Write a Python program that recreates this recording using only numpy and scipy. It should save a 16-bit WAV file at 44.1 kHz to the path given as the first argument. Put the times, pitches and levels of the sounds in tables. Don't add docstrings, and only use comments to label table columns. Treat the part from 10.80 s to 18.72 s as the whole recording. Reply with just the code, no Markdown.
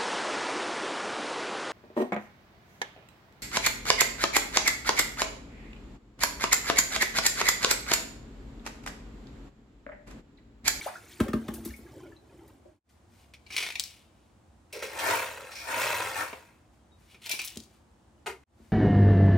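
import sys
import numpy as np
from scipy import signal
from scipy.fft import rfft, irfft
from scipy.io import wavfile
from scipy.ndimage import uniform_filter1d

SR = 44100
rng = np.random.default_rng(int(sys.argv[2]) if len(sys.argv) > 2 else 0)


def wrap_up_sound(samples):
    columns = np.atleast_2d(samples).T
    tamed = np.clip(columns, -1, 1)
    steps = np.round(tamed * 32767).astype(np.int16)
    wavfile.write(sys.argv[1], SR, steps)


N = 349272
TAPS = 4096
HZ = np.fft.rfftfreq(TAPS, 1 / SR)
TIME = np.arange(N) / SR

# frequency in Hz, level in dB.
AIR = [(15, -65), (25, -33), (42, -10.5), (70, -1), (166, -15), (223, -9.5), (256, -14.5), (344, -12.5),
       (384, -20.5), (796, -19), (2050, -32), (2550, -33.5), (5280, -38.5), (7710, -37.5), (16000, -53)]
AIR_DB = -60
# start in seconds, relative level in dB, attack, hold and release in seconds.
RUSTLES = [(2.095, -58.5, .01, .005, 0.035), (2.33, -67.5, .08, 0.088, 0.13),
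           (5.935, -73.5, .04, .01, 0.048), (6.2, -68, 0.046, 0.063, .1), (6.93, -68, 0.11, 0.025, 0.057),
           (7.83, -69.5, .15, .05, .3)]
# frequency in Hz, t60 in seconds.
KITCHEN_T60 = [(100, 0.1), (600, 0.34), (2000, 0.28), (6000, 0.34), (15000, 0.32)]
# frequency in Hz, correlation from 0 to 1.
LIKENESS = [(50, .98), (130, .94), (250, .8), (600, .45), (1200, .25), (2500, .25), (16000, .4)]

# frequency in Hz, level in dB.
BIN_WALL = [(71, -63), (120, -36.5), (251, -19.5), (513, -8.5), (805, -13.5), (911, -9), (1290, -9),
            (1680, -6.5), (2020, -9), (2340, -1), (5080, -19.5), (10400, -25), (12300, -33.5), (13900, -23),
            (16000, -35.5)]
# frequency in Hz, width in Hz, undamped height above the wall colour in dB.
BIN_RINGS = [(529.3, 25, 8.5), (677, 83, 6), (930, 134, 6), (1127, 17, 6.5), (1680, 400, 3),
             (2264, 230, -1.5)]
RING_DEPTH = 0.81
# start in seconds, relative level in dB, attack, hold and release in seconds.
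STROKES = [(3.932, -57, 0.0065, 0.16, .1), (4.275, -25, 0.15, 0.023, 0.22), (4.57, -51.5, 0.066, 0.16, .1),
           (4.885, -34.5, 0.067, 0.036, 0.11), (4.985, -31.5, 0.23, 0.027, 1),
           (5.375, -31, 0.064, 0.034, .15)]
SCOOP_OUT_S, SETTLE_DB_PER_S = 5.4, 72.5
SCRAPE_DB, SCRAPE_LAW, RUMBLE_DB = -4.5, 1.0, -24
# frequency in Hz, level in dB.
CABINET = [(40, -26), (70, -1.5), (115, 8), (160, -22), (215, -11), (300, -4), (600, -49)]
# start in seconds, relative level in dB, attack, hold and release in seconds.
RUBS = [(3.928, -43, 0.0026, .01, 0.21), (4.022, -42.5, .004, .02, .14), (4.714, -43.5, .008, .015, .08),
        (4.755, -40, 0.0068, 0.062, 0.21)]
# start in seconds, level in dB, brightness in dB per octave,
# chatter decay in seconds.
BUMPS = [(3.927, -43.5, 9, 0.016), (4.026, -37, 4, 0.03), (4.188, -28, 3, 0.032), (4.336, -27, 7, 0.0027),
         (4.938, -30, -3, 0.021), (5.007, -32, 5.5, 0.044), (5.366, -31.5, 12, 0.0054),
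         (5.529, -30, -5.5, 0.004)]
# start in seconds, level in dB, decay in seconds.
THUDS = [(3.931, -46, 0.022), (3.946, -39, 0.13), (4.023, -32.5, 0.024), (4.13, -39.5, 0.025),
         (4.283, -25.5, 0.048), (4.576, -43.5, 0.018), (4.615, -45, 0.04)]
# frequency in Hz, level in dB.
BIN_FLOOR = [(150, -51), (300, -12.5), (380, -5), (510, 0), (620, -8.5), (800, -19.5), (2000, -19.5),
             (8000, -54)]
# start in seconds, level in dB before DROP_LIFT_DB, chatter decay in seconds.
DROPS = [(7.461, -35.5, 0.0058), (7.466, -31.5, 0.018), (7.493, -38.5, 0.033), (7.633, -64, .006)]
DROP_LIFT_DB = 3.5
# frequency in Hz, level in dB.
DROPPED = [(88, -57), (150, -25), (334, -18), (376, 0.5), (662, -11), (941, -1.5), (1040, -10), (2100, -7),
           (2360, -5.5), (3350, -18.5), (10000, -25.5), (11700, -33), (12400, -41), (14000, -25),
           (16000, -53)]

# frequency in Hz, width in Hz, level in dB.
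SCOOP_RINGS = [(2230, 71, 8.5), (2400, 90, 5.5), (3900, 400, -9), (4480, 600, -10), (5480, 400, -5)]
# frequency in Hz, level in dB.
SCOOP_SHELL = [(120, -31), (300, -19.5), (800, -14.5), (1600, -12.5), (3000, -1), (6000, -13), (10000, -13),
               (14500, -19), (16000, -21)]
RUB_SHELL_DB, SLIDE_SHELL_DB, STRIKE_SHELL_DB = -9, 8, -3
RING_SPREAD = 0.037
RING_LIFT = 0.033
# start in seconds, relative level in dB, attack, hold and release in seconds.
SLIDES = [(2.39, -66.5, .08, 0.027, .1), (2.77, -40, 0.094, 0.055, 0.33), (6.305, -59, 0.056, 0.031, .07),
          (6.42, -54, .008, .03, .05), (6.462, -37.5, 0.033, .008, .03), (6.51, -33, 0.048, 0.023, 0.052),
          (6.6, -42.5, .012, 0.013, 0.19)]
# start in seconds, level in dB,
# brightness in dB per octave, chatter decay in seconds.
RATTLES = [(2.537, -48.5, -2, 0.015), (2.6635, -41, -4.5, .002), (2.704, -36, -2.5, 0.011),
           (2.723, -38.5, 0, 0.024), (2.743, -37, -5.5, .004), (2.765, -22, 1.5, .0056),
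           (2.779, -23.5, -.5, 0.011), (2.804, -30.5, -2, .01), (2.825, -29.5, -2.5, 0.025),
           (2.864, -34, -3.5, 0.0077), (2.8885, -32.5, -2.5, 0.0017), (2.903, -31.5, -3.5, 0.0044),
           (2.923, -32.5, -1.5, 0.0029), (2.955, -20, -2.5, 0.0015), (6.345, -51.5, -7, 0.011),
           (6.461, -36, 2.5, 0.0077), (6.494, -20.5, 7.5, 0.0017), (6.501, -28, -5, 0.017),
           (6.512, -17, 4.5, 0.0079), (6.535, -30.5, -8.5, 0.0053), (6.591, -26.5, 0, 0.0086),
           (6.617, -30, 7, .0017), (6.647, -33, 11.5, 0.016)]
# start in seconds, level in dB, chatter decay in seconds.
CLACKS = [(2.9972, -18, .0003), (3.0385, -28, .0008), (3.058, -44, .005), (3.108, -52, .003),
          (6.641, -38, .003), (6.676, -34, .002), (6.682, -34, .001), (6.703, -42, .002),
          (6.758, -44, .003), (6.7727, -32, .001), (6.8026, -42, .002), (6.835, -52, .006)]
CLACK_BRIGHT_DB = 2
SKID_DB, SKID_S = -20, 0.072
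# frequency in Hz, level in dB.
ICE = [(200, -26), (1000, -17), (2500, -9), (3700, 0), (5500, 0), (8000, -6), (11000, -13), (16000, -16)]
# start in seconds, level in dB, frequency in Hz,
# life in seconds.
SQUEAKS = [(3.44, -85, 3850, 0.031), (5.995, -79, 3200, .04), (6.117, -70.5, 3770, 0.036),
           (7.379, -76, 2960, .025)]

# start in seconds, level in dB, starting frequency in Hz,
# rise in octaves per second.
BUBBLES = [(0.012, -36.5, 2250, 1), (.041, -43, 3560, 10), (.061, -22.5, 519.4, 75), (.079, -36, 1440, 33),
           (.154, -34, 1300, 34), (.857, -37, 319, 7), (0.906, -47, 1740, 8.2), (0.938, -39.5, 2165, 6.7),
           (1.054, -50.5, 357, 4), (1.159, -48.5, 324, 3.4), (1.231, -44, 356, 3), (1.293, -52.5, 403, 9),
           (1.321, -51.5, 1700, 4), (1.365, -51, 3950, 8), (1.637, -61, 340, 4), (1.849, -41, 338, 4),
           (1.852, -41, 587, 5)]
BUBBLE_LIFE_S = 0.01
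# time in seconds, relative level in dB.
DRAIN_FLOW = [(0.0, -49), (.25, -61), (.72, -55), (1.0, -54), (1.2, -49.5), (1.8, -60), (2.0, -61.5)]
# frequency in Hz, level in dB.
GURGLE = [(59, -33), (100, -0.5), (167, -16.5), (360, -3), (529, -27), (733, -20.5), (908, -31),
          (2680, -49), (3000, -30), (3900, -43), (6600, -120)]
# frequency in Hz, level in dB.
SPLATTER = [(530, -19), (900, -9.5), (2190, -2.5), (2660, -7), (9880, -12), (12300, -20), (14200, -10.5),
            (16000, -32)]
DRIP_DB, DRIP_FADE_DB_PER_S, DRIP_END_S = -60, 10.5, 2.0
SLOSH_DB, SLOSH_SPRAY_DB, SLOSH_S = -22, -46, 0.21
# start in seconds, relative level in dB, attack, hold and release in seconds.
SPLASHES = [(0.0, -48, .01, 0.047, 0.094), (.06, -40.5, .04, 0.0042, 0.08), (.14, -51.5, .03, 0.012, 0.044),
            (.31, -59.5, .02, 0.017, 0.063), (.86, -56, 0.037, 0.069, 0.23)]

# start in seconds, boom in dB, contact click in dB, strongest frequency
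# of the boom in Hz, ring as a factor on the basin's t60, heave of the whole basin in dB.
KNOCKS = [(.402, -10.5, -26, 167, 0.47, -50), (0.482, -22.5, -36, 302, 0.91, -52),
          (.533, -14.5, -28, 246, 1.36, -57), (.682, -22, -37.5, 230, 0.84, -44),
          (.739, -35.5, -46.5, 170, 2.1, -42), (0.793, -39, -75, 257, 3.5, -58),
          (0.855, -31, -64, 276, 1, -37), (.985, -40, -66, 130, 0.76, -47),
          (6.764, -31.5, -57, 240.4, 0.65, -68), (7.795, -46.5, -75, 220, 1.3, -67.5)]
# frequency in Hz, level in dB, t60 in seconds before the ring factor.
SINK_MODES = [(63.4, -26, 1), (96, -28, 0.096), (135, -5, 0.17), (224.9, 1.5, 0.19), (259.5, -6, 0.16),
              (325.7, -4.5, 0.1), (376.4, -1.5, 0.091), (435, -17.5, 0.31), (601.6, -13, 0.16),
              (797, -26, 0.11), (1082, -10.5, 0.056), (1196, -26, 0.14), (1636, -29, 0.058),
              (1580, -25, .25), (1810, -28, 0.13), (2100, -27, 0.21)]
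# frequency in Hz, level in dB, t60 in seconds.
HEAVE_MODES = [(65.4, -7, 0.25), (94, -12, 0.17)]
# frequency in Hz, level in dB.
CONTACT = [(100, 7), (500, -20), (1200, 3), (2000, -5.5), (3200, -10.5), (6000, -17), (11000, -19),
           (16000, -20)]
# start in seconds, level in dB, scrape decay in seconds.
BRUSHES = [(0.315, -65, 0.023), (0.739, -36, 0.013), (0.85, -35.5, 0.011), (0.962, -51.5, 0.02),
           (1.181, -61, .005), (1.678, -57, 0.0046)]
# frequency in Hz, level in dB.
MESH = [(500, -19), (1800, -25.5), (3500, -4), (7000, -1), (10500, 4.5), (14500, 7), (16000, -12)]

# lowest from in seconds, fade-out, low stretch and fade-in in seconds.
DIPS = [(1.999, 0.12, 0.038, 0.14), (7.641, 0.0061, 0.02, 0.13)]
DIP_FLOOR_DB = -38
EDGE_HZ = 16000


def amp(db):
    return 10 ** (np.asarray(db) / 20)


def evened(x):
    return x / np.sqrt(np.mean(x ** 2) + 1e-20)


def topped(x, size=132):
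    return x / np.sqrt(uniform_filter1d(x ** 2, size).max())


def read(points, hz=HZ):
    f, value = np.transpose(points)
    return np.interp(np.log(hz + 1), np.log(f + 1), value)


def octaves(centre_hz):
    return np.clip(np.log2((HZ + 1) / centre_hz), -3, 3)


def add(mix, s, sound):
    part = mix[max(round(s * SR), 0):][:len(sound)]
    part += sound[:len(part)]


def tint(x, db):
    log_gain = np.log(amp(np.maximum(db - db.max(), -90)))
    mirrored = np.r_[log_gain, log_gain[-2:0:-1]]
    response = np.exp(signal.hilbert(mirrored).conj())
    impulse = np.fft.ifft(response).real[:TAPS // 2]
    return signal.oaconvolve(x, impulse)[:len(x)]


def blow(db, length, colour, size=8192):
    decay = np.exp(-TIME[:size] / max(length, 1e-4))
    chatter = rng.standard_normal(size) * decay
    return amp(db) * topped(tint(chatter, colour))


def patter(per_s, spread_db, size=1500):
    struck = rng.random(N) < per_s / SR
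    sizes = amp(spread_db * np.minimum(rng.exponential(1, N), 4))
    clicks = struck * rng.choice([-1, 1], N) * sizes
    return clicks / np.sqrt(abs(uniform_filter1d(clicks ** 2, size)) + 0.00088)


def grains(span, per_s, ring_s, spread_db, rise, size=900):
    start, stop = span
    draws = rng.random((int((stop - start) * per_s), 4))
    s, pitch, weight, turn = draws.T[:, :, None]
    hz, t = (17 + 110 * pitch) ** 2, TIME[:size]
    loud = amp(spread_db * np.minimum(-np.log(1 - weight), 3)) * np.sqrt(hz)
    envelope = np.exp(-t / ring_s * np.sqrt(hz / 1000)) * (1 - np.exp(-t * hz))
    rings = loud * envelope * np.sin(2 * np.pi * (hz * t * (1 + rise * t) + turn))
    at = ((start + s * (stop - start)) * SR).astype(int) + np.arange(size)
    out = np.bincount(np.clip(at, 0, N).ravel(), rings.ravel(), N + 1)[:N]
    return evened(out) * np.sqrt((stop - start) * SR / N)


def swells(rows):
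    power = np.zeros(N)
    for s, db, attack, hold, release in rows:
        before = np.maximum(s - TIME, 0) / max(attack, 1e-3)
        after = np.maximum(TIME - s - hold, 0) / max(release, 1e-3)
        power += amp(db - 20 * np.minimum(before + after, 10)) ** 2
    return np.sqrt(power)


def diffuse(size):
    a, b = rfft(rng.standard_normal((2, size)))
    same = np.clip(read(LIKENESS, np.fft.rfftfreq(size, 1 / SR)), 0, 1)
    mid, side = a * np.sqrt((1 + same) / 2), b * np.sqrt((1 - same) / 2)
    return irfft(np.array([mid + side, mid - side]), size)


def kitchen(x, wet_db, near_db, pan_db, near_s=0.0054):
    size = SR // 2
    t = TIME[:size]
    hz, frame_s, z = signal.stft(diffuse(size), SR, nperseg=256)
    decay = amp(-60 * frame_s / read(KITCHEN_T60, hz)[:, None])
    tail = signal.istft(z * decay, SR, nperseg=256)[1][:, :size]
    tail = tail * np.minimum(t / 0.0025, 1)
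    near = diffuse(size) * np.exp(-t / near_s) * (t > .001)
    echo = (amp(wet_db) * evened(tail) + amp(near_db) * evened(near)) / np.sqrt(size)
    echo[:, 0] += 1
    heard = signal.oaconvolve(x[None], echo / np.linalg.norm(echo[0]), axes=1)[:, :N]
    return heard * amp([[pan_db / 2], [-pan_db / 2]])


def roaming(x, turns_per_s, wet_db, near_db, pan_db, count=2):
    shares = [np.cos(np.pi * (turns_per_s * TIME + k / count)) * np.sqrt(2 / count) for k in range(count)]
    return sum(kitchen(x * share, wet_db, near_db, pan_db) for share in shares)


def bubble(hz, rise, life):
    t = np.arange(0, 5 * life, 1 / SR)
    pitch = hz * 2 ** np.minimum(rise * t, 1.5)
    envelope = (1 - np.exp(-t * hz)) * np.exp(-(t / life) ** 1.6)
    return topped(np.sin(2 * np.pi * np.cumsum(pitch) / SR) * envelope)


def scoop_colour(shift=1, shell_db=0):
    rings = sum(amp(db) ** 2 / (1 + (2 * (HZ - hz * shift) / width) ** 2) for hz, width, db in SCOOP_RINGS)
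    shell = amp(read(SCOOP_SHELL) + shell_db) ** 2
    return 10 * np.log10(rings * np.minimum(HZ / 2000, 1) ** 2 + shell)


def room_tone():
    air = irfft(rfft(diffuse(N)) * amp(read(AIR, np.fft.rfftfreq(N, 1 / SR))), N)
    rustle = evened(tint(patter(per_s=2900, spread_db=-0.5), read(SPLATTER)))
    hand = rustle * swells(RUSTLES)
    return amp(AIR_DB) * evened(air) + kitchen(hand, wet_db=-1.0, near_db=-14.5, pan_db=3.5)


def ice_bin(full_push_db=-30):
    rings = sum(db / (1 + (2 * (HZ - hz) / width) ** 2) for hz, width, db in BIN_RINGS)
    colour = read(BIN_WALL) + RING_DEPTH * rings
    low = 1 / (1 + (HZ / 3000) ** 4)
    wall_colour = colour + 10 * np.log10(low)
    cube_colour = colour + 10 * np.log10(1 - low + 1e-9)

    push = swells(STROKES) * amp(-SETTLE_DB_PER_S * np.maximum(TIME - SCOOP_OUT_S, 0))
    chinks = grains((3.9, 5.9), per_s=3000, ring_s=.003, spread_db=3.5, rise=0, size=550)
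    cubes = chinks + patter(per_s=600, spread_db=3.8) * (abs(TIME - 4.9) < 1)
    tumble = amp(-0.5) * evened(tint(cubes, wall_colour)) * push
    scraping = amp(full_push_db + SCRAPE_DB) * (push / amp(full_push_db)) ** SCRAPE_LAW
    scrape = evened(tint(cubes, cube_colour)) * scraping
    rumble = amp(RUMBLE_DB) * evened(tint(patter(per_s=490, spread_db=2.0), read(CABINET))) * push
    rub_colour = scoop_colour(shell_db=RUB_SHELL_DB) + 3.3 * octaves(3000)
    rubbing = evened(tint(patter(per_s=3000, spread_db=4.5), rub_colour)) * swells(RUBS)

    bumps, dropped = np.zeros(N), np.zeros(N)
    for s, db, bright_db, length in BUMPS:
        add(bumps, s, blow(db, length, colour + bright_db * octaves(1160)))
    for s, db, length in THUDS:
        add(bumps, s, blow(db, length, read(BIN_FLOOR)))
    for s, db, length in DROPS:
        add(dropped, s, blow(db, length, read(DROPPED)))
    digging = tumble + scrape + rumble + rubbing + bumps
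    moving = roaming(digging, 1.7, wet_db=-4, near_db=-2, pan_db=.3)
    return moving + amp(DROP_LIFT_DB) * kitchen(dropped, wet_db=-20, near_db=2.5, pan_db=1.0)


def scoop():
    grit = np.zeros(N)
    for side in (-1, 0, 1):
        colour = scoop_colour(1 + side * RING_SPREAD, SLIDE_SHELL_DB)
        grit += tint(patter(per_s=760, spread_db=2.5), colour)
    plastic = amp(-1) * evened(grit) * swells(SLIDES)
    for s, db, bright_db, length in RATTLES:
        shift = 1 + RING_LIFT + RING_SPREAD * rng.uniform(-0.85, 1)
        colour = scoop_colour(shift, STRIKE_SHELL_DB) + bright_db * octaves(2800)
        add(plastic, s, blow(db, length, colour))

    skids = swells([(s, db + SKID_DB, .002, 0, SKID_S) for s, db, length in CLACKS])
    ice = evened(tint(patter(per_s=1300, spread_db=6.0), read(ICE))) * skids
    for s, db, length in CLACKS:
        add(ice, s, blow(db, length, read(ICE) + CLACK_BRIGHT_DB * octaves(5000)))
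    for s, db, hz, life in SQUEAKS:
        add(ice, s, amp(db) * bubble(hz, 0, life))
    moving = roaming(plastic, 3.1, wet_db=-7, near_db=-6, pan_db=1.5)
    return moving + kitchen(ice, wet_db=-8, near_db=-8, pan_db=4)


def water(count=420):
    plops, glugs = np.zeros(N), np.zeros(N)
    for s, db, hz, rise in BUBBLES:
        add(plops, s, amp(db) * bubble(hz, rise, BUBBLE_LIFE_S * np.sqrt(1000 / hz)))
    for when, pitch, size in rng.random((count, 3)):
        hz = 290 * 10 ** (pitch ** 1.5)
        gain = amp(-12 * size) * (270 / hz) ** 0.44
        add(glugs, when * DRIP_END_S, gain * bubble(hz, 1.5, 0.36 / np.sqrt(hz)))

    slosh = swells([(s, boom_db, .01, 0, SLOSH_S) for s, boom_db, *_ in KNOCKS])
    flow = amp(np.interp(TIME, *np.transpose(DRAIN_FLOW), right=-150))
    churn = evened(tint(patter(per_s=560, spread_db=3.5), read(GURGLE)))
    gurgle = (amp(-1.5) * glugs + amp(-3) * churn) * np.hypot(flow, amp(SLOSH_DB) * slosh)

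    dripping = amp(DRIP_DB - DRIP_FADE_DB_PER_S * TIME)
    spray = np.sqrt(dripping ** 2 + swells(SPLASHES) ** 2 + (amp(SLOSH_SPRAY_DB) * slosh) ** 2)
    ringing_drops = grains((0, DRIP_END_S), per_s=1600, ring_s=0.0052, spread_db=3.0, rise=5.8)
    dry_drops = patter(per_s=2500, spread_db=0.5) * (TIME < DRIP_END_S)
    drops = ringing_drops + amp(-2.5) * dry_drops
    splatter = amp(-1.5) * evened(tint(drops, read(SPLATTER))) * spray
    return roaming(plops + gurgle + splatter, 2.3, wet_db=-9, near_db=-10, pan_db=0)


def sink(travel_s=0.00803, focus_db=4):
    boom, clicks, t = np.zeros(N), np.zeros(N), TIME[:SR // 2]
    for s, boom_db, click_db, centre_hz, ring, heave_db in KNOCKS:
        modes, heave, clang = np.zeros((3, len(t)))
        for hz, db, t60 in SINK_MODES:
            cut = focus_db * min(np.log2(hz / centre_hz) ** 2, 1.3)
            modes += amp(db - cut - 60 * t / (t60 * ring)) * np.sin(2 * np.pi * hz * t)
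            if hz > 550:
                clang += amp(db - 60 * t / t60) * np.sin(2 * np.pi * (hz * t + rng.random()))
        for hz, db, t60 in HEAVE_MODES:
            heave += amp(db - 60 * t / t60) * np.sin(2 * np.pi * hz * t)
        heave *= np.minimum(t / 0.02, 1)
        add(boom, s, amp(boom_db) * topped(modes) + amp(heave_db) * topped(heave))
        add(clicks, s, blow(click_db, 0.0059, read(CONTACT)))
        add(clicks, s, amp(click_db - 10.0) * topped(clang))

    hz = np.fft.rfftfreq(N, 1 / SR)
    lag = 4 * np.pi * travel_s * np.sqrt(hz * SINK_MODES[3][0])
    boom = irfft(rfft(boom) * np.exp(-1j * lag), N)
    for s, db, length in BRUSHES:
        add(clicks, s, blow(db, length, read(MESH)))
    basin = kitchen(boom, wet_db=-11, near_db=-9, pan_db=0)
    return basin + kitchen(clicks, wet_db=-2.5, near_db=-2.0, pan_db=2.5)


def scene():
    return room_tone() + ice_bin() + scoop() + water() + sink()


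def dips():
    gates = [np.maximum((s - TIME) / fade_out, (TIME - s - low_s) / fade_in)
             for s, fade_out, low_s, fade_in in DIPS]
    return np.clip(np.min(gates, axis=0), amp(DIP_FLOOR_DB), 1)


def record(dry, notch_hz=12430, notch_width_hz=480, notch_db=-30, port_lag=0.52):
    hz = np.fft.rfftfreq(N, 1 / SR)
    late = irfft(rfft(dry[1]) * np.exp(-2j * np.pi * hz * port_lag / SR), N)
    notch = notch_db * np.exp(-((HZ - notch_hz) / notch_width_hz) ** 4)
    notched = [tint(x, notch) for x in (dry[0], late)]
    bass_cut = signal.butter(6, 48, "high", fs=SR, output="sos")
    heard = signal.sosfilt(bass_cut, notched) * dips()
    band_limit = signal.firwin(511, EDGE_HZ, window=("kaiser", 9), fs=SR)
    return signal.oaconvolve(heard, band_limit[None], "same")


dry = scene()
out = record(dry)
wrap_up_sound(out)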